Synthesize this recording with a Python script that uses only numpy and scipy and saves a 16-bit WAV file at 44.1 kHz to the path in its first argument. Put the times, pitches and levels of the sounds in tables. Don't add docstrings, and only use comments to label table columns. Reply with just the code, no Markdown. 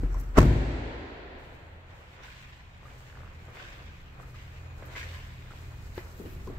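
import sys
import numpy as np
from scipy import signal
from scipy.fft import rfft, irfft, next_fast_len
from scipy.io import wavfile
from scipy.ndimage import uniform_filter1d, map_coordinates

SR = 44100
rng = np.random.default_rng(int(sys.argv[2]) if len(sys.argv) > 2 else 0)


def store_wav(level_fs):
    pcm = np.round(np.clip(np.atleast_2d(level_fs), -1, 1) * 32767)
    wavfile.write(sys.argv[1], SR, pcm.T.astype(np.int16))


def rack_gain(trim_db):
    fader = np.asarray(trim_db, float)
    return 10 ** (fader / 20)


N = 290442
T = np.arange(N) / SR


def unit(x):
    return x / np.sqrt(np.mean(x ** 2) + 1e-20)


def along(points, hz):
    f, v = np.transpose(points)
    return np.interp(np.log(hz + 1), np.log(f + 1), v)


def curve(rows, column=1, outside=-120):
    rows = np.array(rows)
    return np.interp(T, rows[:, 0], rows[:, column], outside, outside)


def wobble(rate, length=N):
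    knots = rng.standard_normal(int(N * rate / SR) + 4)
    return map_coordinates(knots, [T[:length] * rate], order=2)


def filtered(x, response):
    m = next_fast_len(x.shape[-1] + SR // 8, real=True)
    spectrum = rfft(x, m) * response(np.fft.rfftfreq(m, 1 / SR))
    return irfft(spectrum, m)[..., :x.shape[-1]]


def colour(spectrum):
    return lambda hz: rack_gain(along(spectrum, hz))


def peaks(rows):
    def gain(f):
        return np.sqrt(sum(rack_gain(2 * db) / width / (1 + (2 * (f - hz) / width) ** 2) ** 2
                           for hz, width, db in rows))
    return gain


# (frequency [Hz], left-right likeness [-1 to 1])
ALIKE = [(60, 0.97), (130, 0.87), (290, 0.89), (640, 0.39), (1410, -0.23), (3100, -0.034), (6820, -0.1),
         (15000, -0.018)]


def diffuse(gain, length=N, alike=ALIKE):
    def mid_side(hz):
        turn = np.arccos(np.clip(along(alike, hz), -1, 1)) / 2
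        return gain(hz) * [np.cos(turn), np.sin(turn)]
    mid, side = filtered(rng.standard_normal((2, length)), mid_side)
    return unit(np.array([mid + side, mid - side]))


def patchy(x, depth_db):
    z = signal.stft(x, nperseg=512)[2]
    field = uniform_filter1d(rng.standard_normal(z.shape[1:]), size=4, axis=0)
    field = uniform_filter1d(field, size=9, axis=1)
    return signal.istft(z * rack_gain(depth_db * unit(field)), nperseg=512)[1][:, :N]


def strokes(rows):
    s, db, rise, fall = np.transpose(rows)[:, :, None]
    late = T[::64] - s
    level = rack_gain(db + 20 * np.minimum(late / np.abs(rise), -late / np.abs(fall)))
    return np.interp(T, T[::64], np.sqrt(np.sum(level ** 2, axis=0)))


def add(track, s, sound, pan_db):
    spot = track[:, round(s * SR):][:, :len(sound)]
    spot += rack_gain([[pan_db / 2], [-pan_db / 2]]) * sound[:spot.shape[1]]


def ring(modes, drift, length):
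    t = T[:length]
    drift = drift * np.minimum(t / 0.099, 1)
    return sum(rack_gain(db - 60 * t / t60) * np.sin(2 * np.pi * hz * t + drift * wobble(10.2, length))
               for hz, db, t60 in modes)


def impacts(rows, t60, puff_db):
    track, t = np.zeros((2, N)), np.arange(SR // 5) / SR
    for s, db, hz, *pan_db in rows:
        note = rack_gain(-60 * t / t60) * np.sin(2 * np.pi * hz * t)
        dull = np.convolve(rng.standard_normal(len(t)), np.hanning(28) / 14, 'same')
        puff = rack_gain(puff_db + 9.5 - 60 * t / 0.038) * dull
        onset = 1 - np.exp(-t / 0.00049)
        add(track, s, rack_gain(db - 3.5) * (note + puff) * onset, sum(pan_db))
    return track


# (time [s], level [dB])
RECOVERY = [(0, 5), (.36, -4), (.65, -4), (1.3, -2.5), (2.2, -7.5), (4, 1.5), (5.5, 5), (6.59, 6.5)]


def gain_recovery_db():
    return curve(RECOVERY)


# (frequency [Hz], density [dB per Hz])
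RUMBLE = [(12, -42), (20, -10), (54, -6.5), (129, -14.5), (193, -24), (327, -29), (366, -30.5),
          (400, -28.5), (520, -48), (880, -120)]
# (frequency [Hz], width [Hz], level [dB])
FAN_LINES = [(45.6, 48, -8), (68, 72, 1), (164.4, 5.4, -7)]


def duct_rumble():
    steady = rack_gain(-49 + 0.55 * gain_recovery_db())
    draught_db, draught_fall_s = -36.5, 0.63
    draught = rack_gain(draught_db - 20 * T / draught_fall_s)
    rumble = rack_gain(1.6 * wobble(4.883)) * diffuse(colour(RUMBLE))
    lines = rack_gain(-8.5) * diffuse(peaks(FAN_LINES))
    return (steady + draught) * (rumble + lines)


# (frequency [Hz], density [dB per Hz])
AIR = [(120, -69), (200, 2.5), (323, -8.5), (366, -8.5), (403, -7.5), (488, -1), (908, 0), (3000, -7.5),
       (5240, -27), (7090, -26), (9000, -36), (11700, -91), (19800, -120)]


def far_air():
    return rack_gain(-60 - 0.17 * gain_recovery_db() + 0.25 * wobble(1.7)) * diffuse(colour(AIR))


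# (frequency [Hz], density [dB per Hz])
HISS = [(2350, -22), (4000, -2.5), (5260, -19), (6530, -20), (7070, -27.5), (7190, -20.5), (9030, -29),
        (11200, -17), (15600, -12.5)]


def microphone_hiss():
    return rack_gain(-82.5 + gain_recovery_db() + 8.0) * diffuse(colour(HISS))


# (frequency [Hz], level [dB], unsteadiness [dB])
FAN_TONES = [(83, -53, 3), (124.4, -57, 1)]
# (time [s], level [dB])
NEAR_FAN = [(0, -33), (1.8, -0.5), (2.4, -15), (2.9, -3), (3.5, 0.5), (4, -9), (4.6, 6), (5.4, 3), (5.8, 2),
            (6.3, 5), (6.59, 6)]
# (time [s], level [dB])
FAN_SWELL = [(0, -19), (1.6, -11), (2, -4.5), (2.9, 0), (3.5, 1.5), (4, -8), (4.3, 5.5), (5.75, 6),
             (6, 1.5), (6.59, 2)]


def fan_hum():
    hum = np.zeros(N)
    for (hz, db, swing_db), near in zip(FAN_TONES, [NEAR_FAN, FAN_SWELL]):
        level = np.sqrt(2) * rack_gain(db + curve(near) + swing_db * wobble(6.5))
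        cycles = hz * np.cumsum(1 + 0.0121 * wobble(5)) / SR
        hum += level * np.sin(2 * np.pi * cycles)
    return hum


# (frequency [Hz], level [dB])
WHINE = [(2487, -70), (6842, -79)]
# (time [s], level [dB])
LAMP = [(0, -6), (1, -8), (1.8, -4), (2.6, -2), (3.7, 2), (4.2, 0), (4.8, 1), (5.3, 0.5), (5.83, 6),
        (6.1, 0), (6.2, 1), (6.59, -1)]


def ballast_whine():
    whine = np.zeros((2, N))
    ears = np.array([[0], [1.5]])
    for hz, db in WHINE:
        phase = 2 * np.pi * hz * T + .6 * wobble(12) + ears
        whine += rack_gain(db + 3.5 * wobble(9)) * np.sin(phase)
    return rack_gain(curve(LAMP)) * whine


# (time [s], level [dB])
SHUDDER = [(0.0, -40), (0.052, -23.5), (0.074, -34), (0.13, -28.5), (0.248, -37.5), (0.27, -34),
           (0.37, -36.5), (.39, -70)]


def door_shudder():
    shell_hz = 42.9
    return np.sqrt(2) * rack_gain(curve(SHUDDER)) * np.sin(2 * np.pi * shell_hz * T)


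# (time [s], peak [dB], rise [s], fall [s per 20 dB])
BRUSHES = [(0, -71.5, .1, 0.5), (0.2, -67.5, 0.36, 0.4), (1.4, -75, 0.063, 0.9), (1.95, -76, .1, 2),
           (2.24, -69, .03, .4), (2.31, -72, .1, .5), (2.87, -71, 0.106, 1.1), (2.98, -72.5, .04, 0.6),
           (3.45, -74.5, 0.16, 0.5), (3.55, -69.5, 0.088, 1), (4.22, -70, 0.088, 0.3), (4.35, -72, 0.2, 1),
           (4.78, -70, 0.036, 0.2), (4.87, -77, .08, 4), (4.98, -61.5, 0.15, 0.54),
           (5.17, -74.5, 0.76, 0.8), (5.57, -68.5, 0.2, 1), (5.85, -70, .15, 2), (5.97, -63, 0.05, 0.25),
           (6.08, -70, .1, .5), (6.2, -70, 0.18, 0.5), (6.47, -67, .3, -0.1)]
# (frequency [Hz], density [dB per Hz])
CLOTH = [(1760, -25.5), (3000, -17), (3260, -20), (4060, -1.5), (6500, -2.5), (7990, -0.5), (9240, -16),
         (11600, -7), (15600, -8.5)]


def cloth_rustle():
    grain = rack_gain(1.2 * wobble(40) + 1.3 * wobble(560))
    return rack_gain(5.5) * strokes(BRUSHES) * unit(grain * diffuse(colour(CLOTH)))


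# (time [s], peak [dB], pitch [Hz], left-right [dB])
KNOCKS = [
    (0.033, -24.5, 288, 0.5),
    (.034, -36, 480, 0),
    (.09, -40, 350, 0),
    (.047, -30, 150, -3),
    (5.977, -29, 360, 5),
    (6.199, -38, 388, 4),
    (6.253, -40.5, 427, 6),
    (6.365, -34, 124, -1),
    (6.472, -35.5, 430, -1),
    (6.5, -32, 410, -1),
]


def hand_knocks():
    return impacts(KNOCKS, t60=0.067, puff_db=-17.5)


# (frequency [Hz], t60 [s])
HALL_T60 = [(60, 1.1), (200, 0.79), (300, 2.15), (500, 2.53), (1000, 2.97), (2000, 3.17), (4300, 2.77),
            (5500, 1.87), (7800, 1.47), (9200, 0.88), (12000, 0.59)]
# (frequency [Hz], level [dB])
HALL_TONE = [(40, -28), (150, -4.5), (215, 2.5), (260, -2), (400, -7.5), (700, -13), (1050, -19),
             (1180, -25.5), (1350, -20), (1900, -19.5), (3000, -28), (4500, -32.5), (5200, -37),
             (7800, -37.5), (9200, -45), (13000, -51)]


def hall(x, tilt_db):
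    hz, t, z = signal.stft(diffuse(colour(HALL_TONE), length=2 * SR), SR, nperseg=512)
    decay = rack_gain(-60 * t / along(HALL_T60, hz)[:, None])
    build_up = 1 - np.exp(-t / 0.0072)
    tail = signal.istft(z * decay * build_up, SR, nperseg=512)[1]
    tail = tail / np.linalg.norm(tail[0])
    return rack_gain(tilt_db) * signal.fftconvolve(x[None], tail, axes=1)[:, :N]


# (time [s], peak [dB], rise [s], fall [s per 20 dB])
DRAGS = [(0.04, -60, 0.055, -0.2), (0.132, -70, .08, -1), (1.9, -60.5, 0.082, 3.5),
         (2.237, -50.5, 0.026, 0.28), (2.31, -50, 0.26, 0.63), (2.88, -58.5, 0.32, 0.5),
         (3.05, -60, 0.25, -4), (3.18, -78, .2, -5), (3.555, -53, .03, .3), (3.6, -48, 0.06, .5),
         (3.68, -53, 0.18, 0.84), (4.36, -51, 0.03, .12), (4.42, -56, .08, 1), (4.826, -59.5, 0.0345, -0.5),
         (4.925, -53, .06, .3), (4.962, -43, 0.03, 0.35), (5.01, -46, .1, .6), (5.53, -56.5, 0.64, 0.2),
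         (5.57, -58.5, .05, 2), (5.98, -47.5, 0.047, 0.07), (6.26, -58, 0.1, 0.5), (6.48, -62, 0.066, 2)]
# (frequency [Hz], density [dB per Hz])
SOLE = [(590, -67), (1000, -1), (1310, -11), (1480, -1), (2070, 0), (3560, -7.5), (4350, -12.5),
        (7560, -23), (9000, -36.5), (11700, -60.5), (19800, -120)]


def sole_scuffs():
    grain = rack_gain(1.1 * wobble(45) + 1.4 * wobble(300))
    return strokes(DRAGS) * unit(grain * patchy(diffuse(colour(SOLE)), depth_db=1.8))


# (time [s], peak [dB], rise [s], fall [s per 20 dB])
ROLLS = [(0.04, -48.5, 0.11, 0.1), (0.132, -47.5, 0.12, 0.4), (1.95, -55.5, .2, 0.64),
         (2.2, -54.5, 0.11, 0.2), (2.86, -56, .12, 0.6), (3.2, -55, 0.19, 1), (3.48, -55.5, 0.05, 1.2),
         (3.6, -52, 0.22, 0.5), (4.21, -50, 0.1, 0.15), (4.44, -58.5, 0.55, 2.5), (4.826, -54, .015, 0.3),
         (4.97, -49.5, 0.58, .5), (5.53, -58, 0.35, 4), (5.982, -51.5, 0.012, 0.45), (6.2, -58.5, 0.033, 2),
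         (6.478, -55.5, .015, 4)]
# (frequency [Hz], density [dB per Hz])
HEEL = [(150, -15), (280, -4.5), (500, 0.5), (900, -4), (1400, -2.5), (2200, -10.5), (4000, -38),
        (8000, -70)]


def heel_rolls():
    return strokes(ROLLS) * unit(rack_gain(1.5 * wobble(45)) * diffuse(colour(HEEL)))


# (time [s], peak [dB], rise [s], fall [s per 20 dB])
SQUEAKS = [
    (.1, -69, .05, .1),
    (.125, -64, .03, .04),
    (.145, -62, .04, .1),
    (.2, -64, .04, .05),
    (.24, -70, .05, .1),
]
# (frequency [Hz], width [Hz], level [dB])
HINGE = [(5810, 300, 1), (7600, 600, -4)]


def hinge_squeak():
    creak = unit(rack_gain(3 * wobble(150, SR)) * diffuse(peaks(HINGE), length=SR))
    return strokes(SQUEAKS) * np.resize(creak.T, (N, 2)).T


# (time [s], peak [dB], pitch [Hz], left-right [dB])
TICKS = [(0.1438, -48, 5900, 7.5), (0.1436, -52, 13600, 6.5), (0.153, -52, 3600, 3),
         (0.186, -49, 12600, 8.5), (0.199, -44, 7900, 6), (0.199, -47, 12600, 9), (0.202, -44, 6500, 2),
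         (0.204, -50, 12200, 7), (0.2117, -43, 13800, 9), (0.2155, -49, 12000, 9), (0.291, -53, 4900, 2),
         (0.3575, -50, 13200, -5), (.363, -57, 12500, -3), (0.383, -37, 12000, -3), (.3862, -28, 13700, 0),
         (0.417, -35, 7400, 0), (.455, -44, 7500, 0), (.428, -44, 13500, 0), (0.7224, -49, 6500, 1.5),
         (.741, -49, 7000, 0), (2.2345, -49, 5530, -11), (2.235, -46, 2600, 0), (2.305, -45, 2200, -1.5),
         (2.778, -61, 8300, 9), (3.454, -55.5, 7500, 2.5), (4.7682, -68, 12000, 3), (4.843, -58, 7000, 0),
         (4.855, -54, 13500, 10), (4.862, -50, 13500, 14), (4.876, -58, 13500, 10), (4.973, -47, 4000, 5),
         (5.155, -54, 12500, 5), (5.5089, -56, 7900, 1.5), (5.5314, -55, 4060, -0.5),
         (5.9464, -50, 4240, -5.5), (5.954, -50, 11700, 3.5), (5.9796, -40.5, 3930, 13),
         (5.981, -50, 13500, 4), (6.4735, -46, 5500, 0.0), (6.474, -47, 2800, 0), (6.4735, -55, 13100, 3)]


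def dry_ticks():
    track, t = np.zeros((2, N)), np.arange(600) / SR
    band, t60 = .4, .006
    for s, db, hz, pan_db in TICKS:
        smooth = np.hanning(3 + round(2 * SR / hz / band))[None]
        grit = unit(signal.fftconvolve(rng.standard_normal((2, 600)), smooth, 'same', axes=1))
        snap = grit[0] * np.sin(2 * np.pi * hz * t) + grit[1] * np.cos(2 * np.pi * hz * t)
        onset = 1 - np.exp(-t / .0003)
        add(track, s, rack_gain(db - 2.5 - 60 * t / t60) * onset * snap, pan_db)
    return track


# (time [s], peak [dB], pitch [Hz])
TAPS = [(0.145, -34.5, 1016), (2.282, -41, 1504), (2.855, -43, 1215), (3.569, -41.5, 2100),
        (3.598, -39, 1512), (4.23, -44, 1260), (4.344, -44.5, 1240), (4.835, -44.5, 1460),
        (4.953, -35.5, 2055), (5.029, -36, 1860), (5.508, -42, 1360), (5.979, -40, 890), (6.474, -39, 1040)]


def sole_taps():
    return impacts(TAPS, t60=0.039, puff_db=-8)


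# (time [s], peak [dB],
# rise [s], fall [s per 20 dB])
RUBS = [(0.215, -66, .06, .2), (.39, -49, .015, .1), (.425, -55, .05, .06), (.45, -62, .05, .3),
        (5.96, -63, .02, .3), (6, -65, .1, .06), (6.165, -64, .03, .3), (6.2, -61, .1, .3),
        (6.222, -63, .1, .02), (6.27, -64, .03, .2), (6.3, -63, .1, .2), (6.35, -63, .15, .02)]
# (frequency [Hz], density [dB per Hz])
SKIN = [(7000, -25), (10000, -13), (12000, -2), (15600, -5.5)]


def finger_rubs():
    grain = rack_gain(1.5 * wobble(60) + 3 * wobble(700))
    return strokes(RUBS) * unit(grain * diffuse(colour(SKIN)))


# (time [s], force [dB], contact [ms], latch crack [dB])
BLOWS = [(0.355, -35.5, 1.7, -70), (0.372, -16.5, 0.23, -32.5), (0.3761, -13.5, 0.35, -30),
         (0.3786, -9.5, 0.78, -34), (0.3814, -6.5, 0.58, -31.5), (0.383, 2.5, 0.78, -37),
         (0.386, -7.5, 0.35, -25), (.404, -11, 1.34, -30.5), (0.415, -11, 1.3, -29.5),
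         (0.428, -6.5, 1.4, -33), (0.454, -8.5, 2, -38.5)]


def slam_blows():
    force, crack, t = np.zeros(N), np.zeros(N), np.arange(SR // 20) / SR
    for s, db, ms, crack_db in BLOWS:
        push = np.sin(np.pi * np.clip(t * 1000 / ms, 0, 1))
        force[round(s * SR):][:len(t)] += rack_gain(db) * push / push.sum()
        crack[round(s * SR):][:len(t)] += rack_gain(crack_db - 60 * t / 0.041)
    return force, crack


# (frequency [Hz], level [dB], t60 [s])
PANEL = [(255, -12, 0.032), (288, -9, 0.02), (352, -12.5, 0.04), (406, -13.5, 0.016), (463, -19.5, 0.037),
         (606, -11.5, 0.03), (744, -32, 0.022), (1070, -20, 0.033), (1200, -18, 0.03), (1830, -33, 0.0205)]


def door_skin(force):
    return signal.fftconvolve(force, ring(PANEL, drift=.1, length=SR // 4))[:N]


# (frequency [Hz], level [dB])
LATCH = [(300, -16), (900, 22), (2000, 12.5), (3500, 0.5), (5200, 0), (7500, -0.5), (9000, -10.5),
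         (13000, -19), (15700, -19)]
# (frequency [Hz], left-right likeness [-1 to 1])
LATCH_ALIKE = [(500, 0.6), (1200, -0.12), (2500, -0.12), (15000, -0.26)]


def latch_crack(crack):
    noise = diffuse(np.ones_like, length=SR, alike=LATCH_ALIKE)
    return filtered(crack[:SR] * noise, colour(LATCH))


# (frequency [Hz], density [dB per Hz])
SEAL = [(150, -19), (400, 0), (1400, -3), (2500, -14), (4500, -24), (8000, -30), (9500, -45)]


def seal_squeeze():
    away = np.maximum(.372 - T, 4 * (T - .372))[:SR]
    return rack_gain(-30 - 770 * away) * diffuse(colour(SEAL), length=SR)


SEATED = .3885
# (frequency [Hz], level [dB], t60 [s])
CABIN = [(28.4, -20, 0.79), (52.15, -11, 1.12), (62.6, -15, 1), (74.7, -22, 1.37), (102.7, -14, 0.7),
         (108.96, -20.5, 1.25), (125.5, -17.5, 0.83), (142.7, -15, 0.8), (162, -24, 0.38),
         (228.6, -33, 0.45), (259.7, -29, 1.5), (296.7, -29, 1.3), (350, -26.5, 1.12)]


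def cabin_boom():
    boom = np.zeros(N)
    onset = 1 - np.exp(-T[:2 * SR] / 0.004)
    boom[round(SEATED * SR):][:2 * SR] = -ring(CABIN, drift=0.97, length=2 * SR) * onset
    return boom


def door():
    force, crack = slam_blows()
    noise = np.pad(latch_crack(crack) + seal_squeeze(), ((0, 0), (0, N - SR)))
    direct = door_shudder() + door_skin(force) + cabin_boom() + noise

    def lean(hz):
        left_right_db = along([(100, 1.5), (300, 4.0), (600, -4.5), (1500, 0.5), (5000, -3)], hz)
        return rack_gain(np.array([[.5], [-.5]]) * left_right_db)
    bang = 1. * (np.arange(N) == round(SEATED * SR))
    return filtered(direct, lean) + hall(bang, tilt_db=13.5)


# (time [s], peak [dB], pitch [Hz])
CREAK = [(2.831, -45, 1220), (2.883, -44, 1620), (3.007, -45.5, 1080), (3.101, -47, 1630),
         (3.127, -44, 1635), (3.155, -41.5, 1580), (3.173, -40, 1260), (3.19, -45, 1870),
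         (3.206, -41.5, 1320), (3.219, -44, 1670), (3.234, -40, 1200), (3.246, -44, 1220),
         (3.269, -45, 1160), (3.277, -43, 1410), (4.199, -41, 1090), (4.808, -49, 2000), (4.83, -44, 2000),
         (5.521, -41, 1350), (5.536, -41, 1020)]


def sole_creak():
    track, t = np.zeros((2, N)), np.arange(SR // 5) / SR
    for s, db, hz in CREAK:
        add(track, s, rack_gain(db - 60 * t / 0.0072) * np.sin(2 * np.pi * hz * t), pan_db=0.0)
    return track


# (time [s], peak [dB], pitch [Hz])
HEELS = [
    (3.483, -32, 580),
    (4.824, -30, 536.5),
    (5.978, -24, 540),
]


def heel_strikes():
    return impacts(HEELS, t60=0.0084, puff_db=-8.5)


# (time [s], peak [dB], rise [s], fall [s per 20 dB])
GRIP = [
    (6.205, -41.5, 0.024, .1),
    (6.258, -41, .02, 0.1),
    (6.365, -45, .02, 0),
    (6.475, -38, 0.011, .1),
    (6.51, -45, 0.084, .07),
]
# (frequency [Hz], density [dB per Hz])
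BODY = [(88, -28), (150, -2), (226, -2), (415, -1), (539, -12), (609, -16), (893, -23), (1200, -18),
        (1560, -52.5), (2640, -120)]


def grip_rumble():
    return strokes(GRIP) * rack_gain(-4.5 + np.array([[1.5], [-1.5]])) * diffuse(colour(BODY))


# (time [s], level [dB])
DUCK = [(0, 3.5), (.384, 0.5), (.42, -3.5), (.6, -3.5), (.9, -0.5), (1.4, 3), (6.59, 2.5)]


def scene():
    contacts = hand_knocks() + dry_ticks() + sole_taps() + sole_creak() + heel_strikes() + grip_rumble()
    struck = door() + contacts + hall(contacts.mean(0), tilt_db=-29)
    ventilation = duct_rumble() + far_air() + microphone_hiss() + fan_hum() + ballast_whine()
    near_left = rack_gain([[.6], [-.6]]) * (cloth_rustle() + hinge_squeak() + finger_rubs())
    return struck * rack_gain(curve(DUCK)) + ventilation + sole_scuffs() + heel_rolls() + near_left


def low_pass(x):
    return signal.sosfilt(signal.butter(12, 15750, fs=SR, output="sos"), x)


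def record(dry):
    top = .97
    limited = dry / (1 + np.abs(dry / top) ** 6) ** (1 / 6)
    mix = filtered(limited, lambda hz: hz < 15700)
    return low_pass(mix)


dry = scene()
out = record(dry)
store_wav(out)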